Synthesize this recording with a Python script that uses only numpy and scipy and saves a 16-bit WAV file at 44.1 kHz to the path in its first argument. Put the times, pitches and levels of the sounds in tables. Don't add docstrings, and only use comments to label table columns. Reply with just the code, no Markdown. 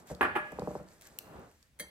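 import sys
import numpy as np
from scipy import signal
from scipy.fft import rfft, irfft
from scipy.io import wavfile

SR = 44100
rng = np.random.default_rng(int(sys.argv[2]) if len(sys.argv) > 2 else 0)


def log_audio(samples):
    frames = np.atleast_2d(samples).T
    limited = np.clip(frames, -1, 1)
    pcm = np.round(limited * 32767).astype(np.int16)
    wavfile.write(sys.argv[1], SR, pcm)


N = 83790
T, HZ = np.arange(N) / SR, np.fft.rfftfreq(2 * N, 1 / SR)
# pitch_hz, level_db, t60_s
BODY_MODES = [(149, -2, 0.091), (183.1, -4, 0.31), (223, -6.5, 0.14), (316, -10, 0.34), (481, 0, 0.13),
              (592.3, 0, 0.18)]


def amp(db):
    return 10 ** (np.asarray(db) / 20)


def unit_rms(x):
    return x / np.sqrt(np.mean(x ** 2) + 1e-20)


def curve(points, hz=HZ):
    freq, value = np.transpose(points)
    return np.interp(np.log(hz + 1), np.log(freq + 1), value)


def swell(peak_s):
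    return T / peak_s * np.exp(1 - T / peak_s)


def add(mix, start_s, sound):
    part = mix[..., round(start_s * SR):][..., :sound.shape[-1]]
    part += sound[..., :part.shape[-1]]


def filtered(x, response):
    return irfft(rfft(x, 2 * N) * response)[..., :N]


def colour(x, eq):
    gain = unit_rms(amp(curve(eq)))
    log_gain = np.log(np.r_[gain, gain[-2:0:-1]])
    return filtered(x, np.exp(np.conj(signal.hilbert(log_gain)))[:N + 1])


def stereo(pair, width):
    correlation = np.clip(curve(width), -1, 1)
    mid = filtered(pair[0], np.sqrt((1 + correlation) / 2))
    side = filtered(pair[1], np.sqrt((1 - correlation) / 2))
    return np.array([mid + side, mid - side])


def noise(width=None):
    # freq_hz, correlation
    close_width = [(100, 0.91), (400, .93), (800, 0.57), (1500, 0.34), (2700, 0.068), (6000, 0.47),
                   (10000, 0.93), (14000, 1)]
    return stereo(rng.choice([-1., 1.], (2, N)), width or close_width)


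def ring(modes, waver=0, waver_hz=120):
    out, t = np.zeros(N), T[:N // 3]
    knots = rng.standard_normal((len(modes), 2, 400))
    for k, (hz, db, t60) in enumerate(modes):
        real, imag = (np.interp(t * waver_hz, np.arange(len(row)), row) for row in knots[k])
        wobble = 1 + waver * np.sqrt(hz / 4000) * (real + 1j * imag)
        tone = unit_rms(abs(wobble)) * np.sin(2 * np.pi * hz * t + np.angle(wobble))
        add(out, 0, (-1) ** k * amp(db - 60 * t / t60) * tone)
    return out


def friction(texture, levels, eq):
    return colour(unit_rms(texture) * amp(np.interp(T, *np.transpose(levels))), eq)


def room_tone(level_db=-70):
    # freq_hz, gain_db
    eq = [(20, -17), (65, -1), (110, -10.5), (250, -14), (600, -36), (2000, -25), (16000, -40.5)]
    return amp(level_db) * colour(noise(), eq)


def drag():
    # time_s, level_db
    levels = [(0, -59), (.09, -59), (.125, -50), (.18, -56.5), (.27, -41.5), (.5, -59), (.57, -50.5),
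              (.8, -53), (.88, -60), (.99, -68), (1.09, -62.5), (1.2, -59.5), (1.369, -48.5), (1.45, -53.5),
              (1.58, -76.5), (1.74, -82), (1.829, -56), (1.9, -69.5)]
    # freq_hz, gain_db
    eq = [(25, -40.5), (65, -6), (105, -3), (180, 1), (300, -1), (600, -1), (900, -5.5), (1400, -9),
          (2200, -20.5), (4000, -31), (16000, -69)]
    return friction(noise(), levels, eq)


def pops(per_s=900, sizes=24, spread_db=3, decay_cycles=3):
    out, t = np.zeros(N), T[:SR // 100]
    for hz in np.geomspace(3500, 14000, sizes):
        strength = amp(spread_db * np.minimum(rng.exponential(1, N), 4))
        bursts = rng.random(N) < per_s / sizes / SR
        bubble = np.sqrt(hz) * np.exp(-hz * t / decay_cycles) * np.sin(2 * np.pi * hz * t)
        out += signal.oaconvolve(strength * bursts, bubble)[:N]
    return unit_rms(out)


def crackle(pop_db=-5):
    # time_s, level_db
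    levels = [(0, -63), (0.051, -75.5), (0.073, -60), (0.113, -53.5), (.14, -66), (.3, -76.5), (.46, -69),
              (0.751, -61.5), (.85, -72.5), (.92, -63.5), (1, -70.5), (1.021, -61), (1.07, -57.5),
              (1.1, -66), (1.279, -69), (1.64, -73), (1.76, -86), (1.9, -78)]
    # freq_hz, gain_db
    eq = [(200, 4), (900, -4.5), (1700, 10), (3000, -2.5), (5000, -0.5), (8000, 2), (11000, -8.5),
          (13500, -4), (16000, -33.5)]
    return friction(noise() + amp(pop_db) * pops(), levels, eq)


def ticks(snap_db=9, snap_s=0.00046):
    # start_s, level_db, decay_s
    hits = [(0.0717, -55, 0.0028), (.519, -56, 0.0055), (1.0115, -48.5, 0.0026), (1.021, -47.5, .0015),
            (1.0716, -49, 0.0027), (1.1877, -28.5, 0.0019), (1.395, -53.5, 0.0011), (1.514, -58, .001)]
    # freq_hz, gain_db
    eq = [(100, -27), (1900, -15), (2550, 4), (3200, 0.5), (3700, -6), (5500, -1.5), (8500, 0.5),
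          (11000, -3.5), (13000, 2), (16000, -5)]
    out = np.zeros((2, N))
    for start, db, decay in hits:
        puff = np.exp(-T / decay) * noise()
        spike = amp(snap_db) * np.exp(1 - decay / snap_s) * (T == 0)
        add(out, start, amp(db) * (puff + spike))
    return colour(out, eq)


def board_bumps(pitch_hz=69.6, swell_s=.028):
    # start_s, level_db
    pushes = [(0.101, -47.5), (0.216, -46), (0.399, -61), (0.532, -53), (.6, -50.5), (0.681, -53),
              (0.76, -53.5), (1.343, -53.5), (1.812, -62.5)]
    out = np.zeros(N)
    sway = swell(swell_s) ** 2 * np.sin(2 * np.pi * pitch_hz * T)
    for start, db in pushes:
        add(out, start, amp(db) * sway)
    return out


def falling_tone(from_hz, to_hz, fall_s):
    hz = to_hz + (from_hz - to_hz) * np.exp(-T / fall_s)
    return np.sin(2 * np.pi * np.cumsum(hz) / SR)


def thuds(thump_db=-15.5, thump_s=.008, batter_cutoff_hz=1600, return_cutoff_hz=710):
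    # peak_s, level_db, pitch_fall_s, body_ring_db
    hits = [(0.1024, -39.5, .002, -11), (.109, -42, .002, 1), (.1165, -39.5, .0019, 1.5),
            (0.5238, -35.5, 0.0015, -11), (.5888, -26.5, .0018, -15), (0.6217, -27, .0013, -11),
            (0.6754, -25.5, 0.001904, -12.5), (.709, -33.5, .0015, -16), (0.7543, -26.5, .0017, -23),
            (0.801, -39.5, .0017, -5.5)]
    # delay_s, gain_db
    returns = [(.0057, 0.5), (.0101, -5)]
    chirps, resonance, body = np.zeros(N), np.zeros(N), ring(BODY_MODES)
    thump = swell(thump_s) * falling_tone(477, 102, thump_s)
    for time, db, fall, body_db in hits:
        rise = 1.6 * fall
        chirp = swell(rise) ** 6.7 * falling_tone(2586, 165, fall)
        add(chirps, time - rise, amp(db) * chirp)
        add(resonance, time, amp(db + body_db) * body + amp(db + thump_db) * thump)
    chirps = filtered(chirps, 1 / (1 + (HZ / batter_cutoff_hz) ** 10))
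    dull = filtered(chirps, 1 / (1 + (HZ / return_cutoff_hz) ** 4))
    for polarity, (delay, db) in zip((-1, 1), returns):
        add(resonance, delay, polarity * amp(db) * dull)
    return np.ones((2, 1)) * (chirps + resonance)


def smacks(rise_s=0.00092):
    # start_s, level_db
    hits = [(0.1483, -48), (0.5946, -47), (0.886, -57.5), (1.627, -57)]
    # freq_hz, gain_db
    eq = [(1500, -30), (3500, -7), (4700, -4), (8000, -9), (15000, -26.5)]
    out = np.zeros((2, N))
    for start, db in hits:
        add(out, start, amp(db) * swell(rise_s) * noise())
    return colour(out, eq)


def wires(modes, count=6, spread_hz=70):
    t, out = T[:N // 6], 0
    for hz, db, t60 in modes:
        detune, phase = spread_hz * rng.standard_normal((count, 1)), rng.random((count, 1))
        fade = amp(db - 60 * t / t60)
        cluster = fade * np.sin(2 * np.pi * ((hz + detune) * t + phase)).sum(0)
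        out = out + unit_rms(cluster) * np.sqrt(np.mean(fade ** 2) / 2)
    return np.pad(out, (0, N - len(out)))


def knocks(rise_s=0.0026, glass_db=-30, shimmer_db=-52):
    # start_s, clatter_db, decay_s, tap_db
    hits = [(0.2103, -18, 0.0062, 1), (.215, -25, .006, -8.5), (0.2273, -23, 0.013, -4.5),
            (.247, -28, 0.014, -11.5), (0.3538, -29, 0.019, -12.5), (.3622, -26.5, 0.01, -4)]
    # freq_hz, gain_db
    eq = [(40, -38.5), (75, -16.5), (130, -16.5), (220, -2), (340, 4), (600, -5.5), (800, 2.5), (1400, 4),
          (2000, 0), (3000, -8), (3900, -22), (6000, -36.5), (8300, -29.5), (10000, -55.5)]
    # freq_hz, correlation
    width = [(300, 1), (800, 0.72), (1500, 0.68), (2500, 0.041), (6000, 0.9), (10000, 0.77)]
    # pitch_hz, level_db, t60_s
    glass_modes = [(307.4, -6.5, .15), (362.6, -2.5, 0.16), (605, -10.5, 0.46), (762.4, -7.5, 0.15),
                   (862.4, -10, 0.3), (1152, -3.5, 0.24), (1200, -5, 0.23), (1381, 1, 0.21),
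                   (1677, -3, .35), (1732, -3, 0.13), (2450, -5.5, 0.16)]
    # pitch_hz, level_db, t60_s
    shimmer_modes = [(8870, 1, 0.12), (10920, 0, 0.14), (14130, -0.5, .09), (14430, 0.5, .09)]
    contact, resonance = np.zeros((2, N)), np.zeros(N)
    glass = ring(glass_modes, waver=.25)
    tap = np.exp(-T * SR / 2) * (1 - np.exp(-.5))
    for start, clatter_db, decay, tap_db in hits:
        clatter = np.minimum(T / rise_s, 1) * np.exp(-T / decay) * noise(width)
        add(contact, start, amp(clatter_db) * clatter + amp(tap_db) * tap)
        add(resonance, start, amp(tap_db + glass_db) * glass)
        add(resonance, start, amp(tap_db + shimmer_db) * wires(shimmer_modes))
    return colour(contact, eq) + resonance


def clinks(decay_s=0.01, wire_db=-4, body_db=-10, body_delay_s=0.00585):
    # start_s, level_db
    hits = [(1.79, -55), (1.7972, -39.5), (1.801, -41)]
    # pitch_hz, level_db, t60_s
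    wire_modes = [(1830, -4.5, 0.066), (2153, 4, 0.093), (3250, -4.5, .18), (4016, -10.5, .16),
                  (4570, -7, .13), (6104, -3, 0.15), (7860, -10.5, 0.18), (9610, 4, 0.067),
                  (10480, -8.5, 0.15), (12000, -12, 0.083), (13830, -6, 0.053), (14900, -8, .08)]
    # freq_hz, gain_db
    eq = [(1000, -7), (2000, 12), (2800, -18), (4200, 5), (5400, -13.5), (10000, 7), (14500, -8.5)]
    out, wire, body = np.zeros((2, N)), wires(wire_modes), ring(BODY_MODES)
    for start, db in hits:
        buzz = colour(np.exp(-T / decay_s) * noise(), eq)
        add(out, start, amp(db) * (buzz + amp(wire_db) * wire))
        add(out, start + body_delay_s, amp(db + body_db) * body)
    return out


def kitchen(send, build_s=0.005):
    # freq_hz, t60_s
    decay = [(100, 1.2), (500, .5), (1400, 0.25), (2600, 0.75), (6000, 0.25), (14000, 0.47)]
    # freq_hz, gain_db
    eq = [(60, -1), (300, -12.5), (700, -2.5), (1400, 9), (2600, -2.5), (5000, 3), (9000, -2.5),
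          (15000, -8)]
    # freq_hz, correlation
    width = [(100, 0.7), (400, 0.3), (800, 0.46), (1400, -0.18), (3000, -.25), (6000, 0.77), (11000, .9)]
    hz, t, bands = signal.stft(stereo(rng.standard_normal((2, N)), width), SR, nperseg=256)
    fade = amp(-60 * t / curve(decay, hz)[:, None])
    tail = signal.istft(bands * fade, SR, nperseg=256)[1][:, :N]
    tail *= 1 - np.exp(-(T / build_s) ** 2)
    tail /= np.linalg.norm(tail[0])
    return filtered(send.mean(0), rfft(tail, 2 * N) * amp(curve(eq)))


def scene():
    # freq_hz, left_minus_right_db
    knock_pan = [(100, 1.5), (350, 6), (750, -7), (1300, -2.5), (2500, 1.5), (10000, 0)]
    # freq_hz, left_lead_rad
    phase_lead = [(50, -0.61), (300, -0.41), (800, -0.43), (1500, -1.4), (3000, -1.1), (6000, -1.89),
                  (10000, -1.2), (14000, 0.67)]
    knock, thud, tick, clink = knocks(), thuds(), ticks() + smacks(), clinks()
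    sides = np.array([[.5], [-.5]])
    panned_knock = filtered(knock, amp(sides * curve(knock_pan)))
    close = panned_knock + thud + tick + clink + drag() + crackle() + board_bumps()
    close = filtered(close, np.exp(1j * sides * curve(phase_lead)))
    send = amp(-6) * knock + amp(-13) * thud + amp(-9) * tick + amp(-10) * clink
    return close + kitchen(send) + room_tone()


def record(dry):
    lowpass = signal.firwin(401, cutoff=16150, window=("kaiser", 9), fs=SR)
    return signal.oaconvolve(dry, lowpass[None], "same")


dry = scene()
out = record(dry)
log_audio(out)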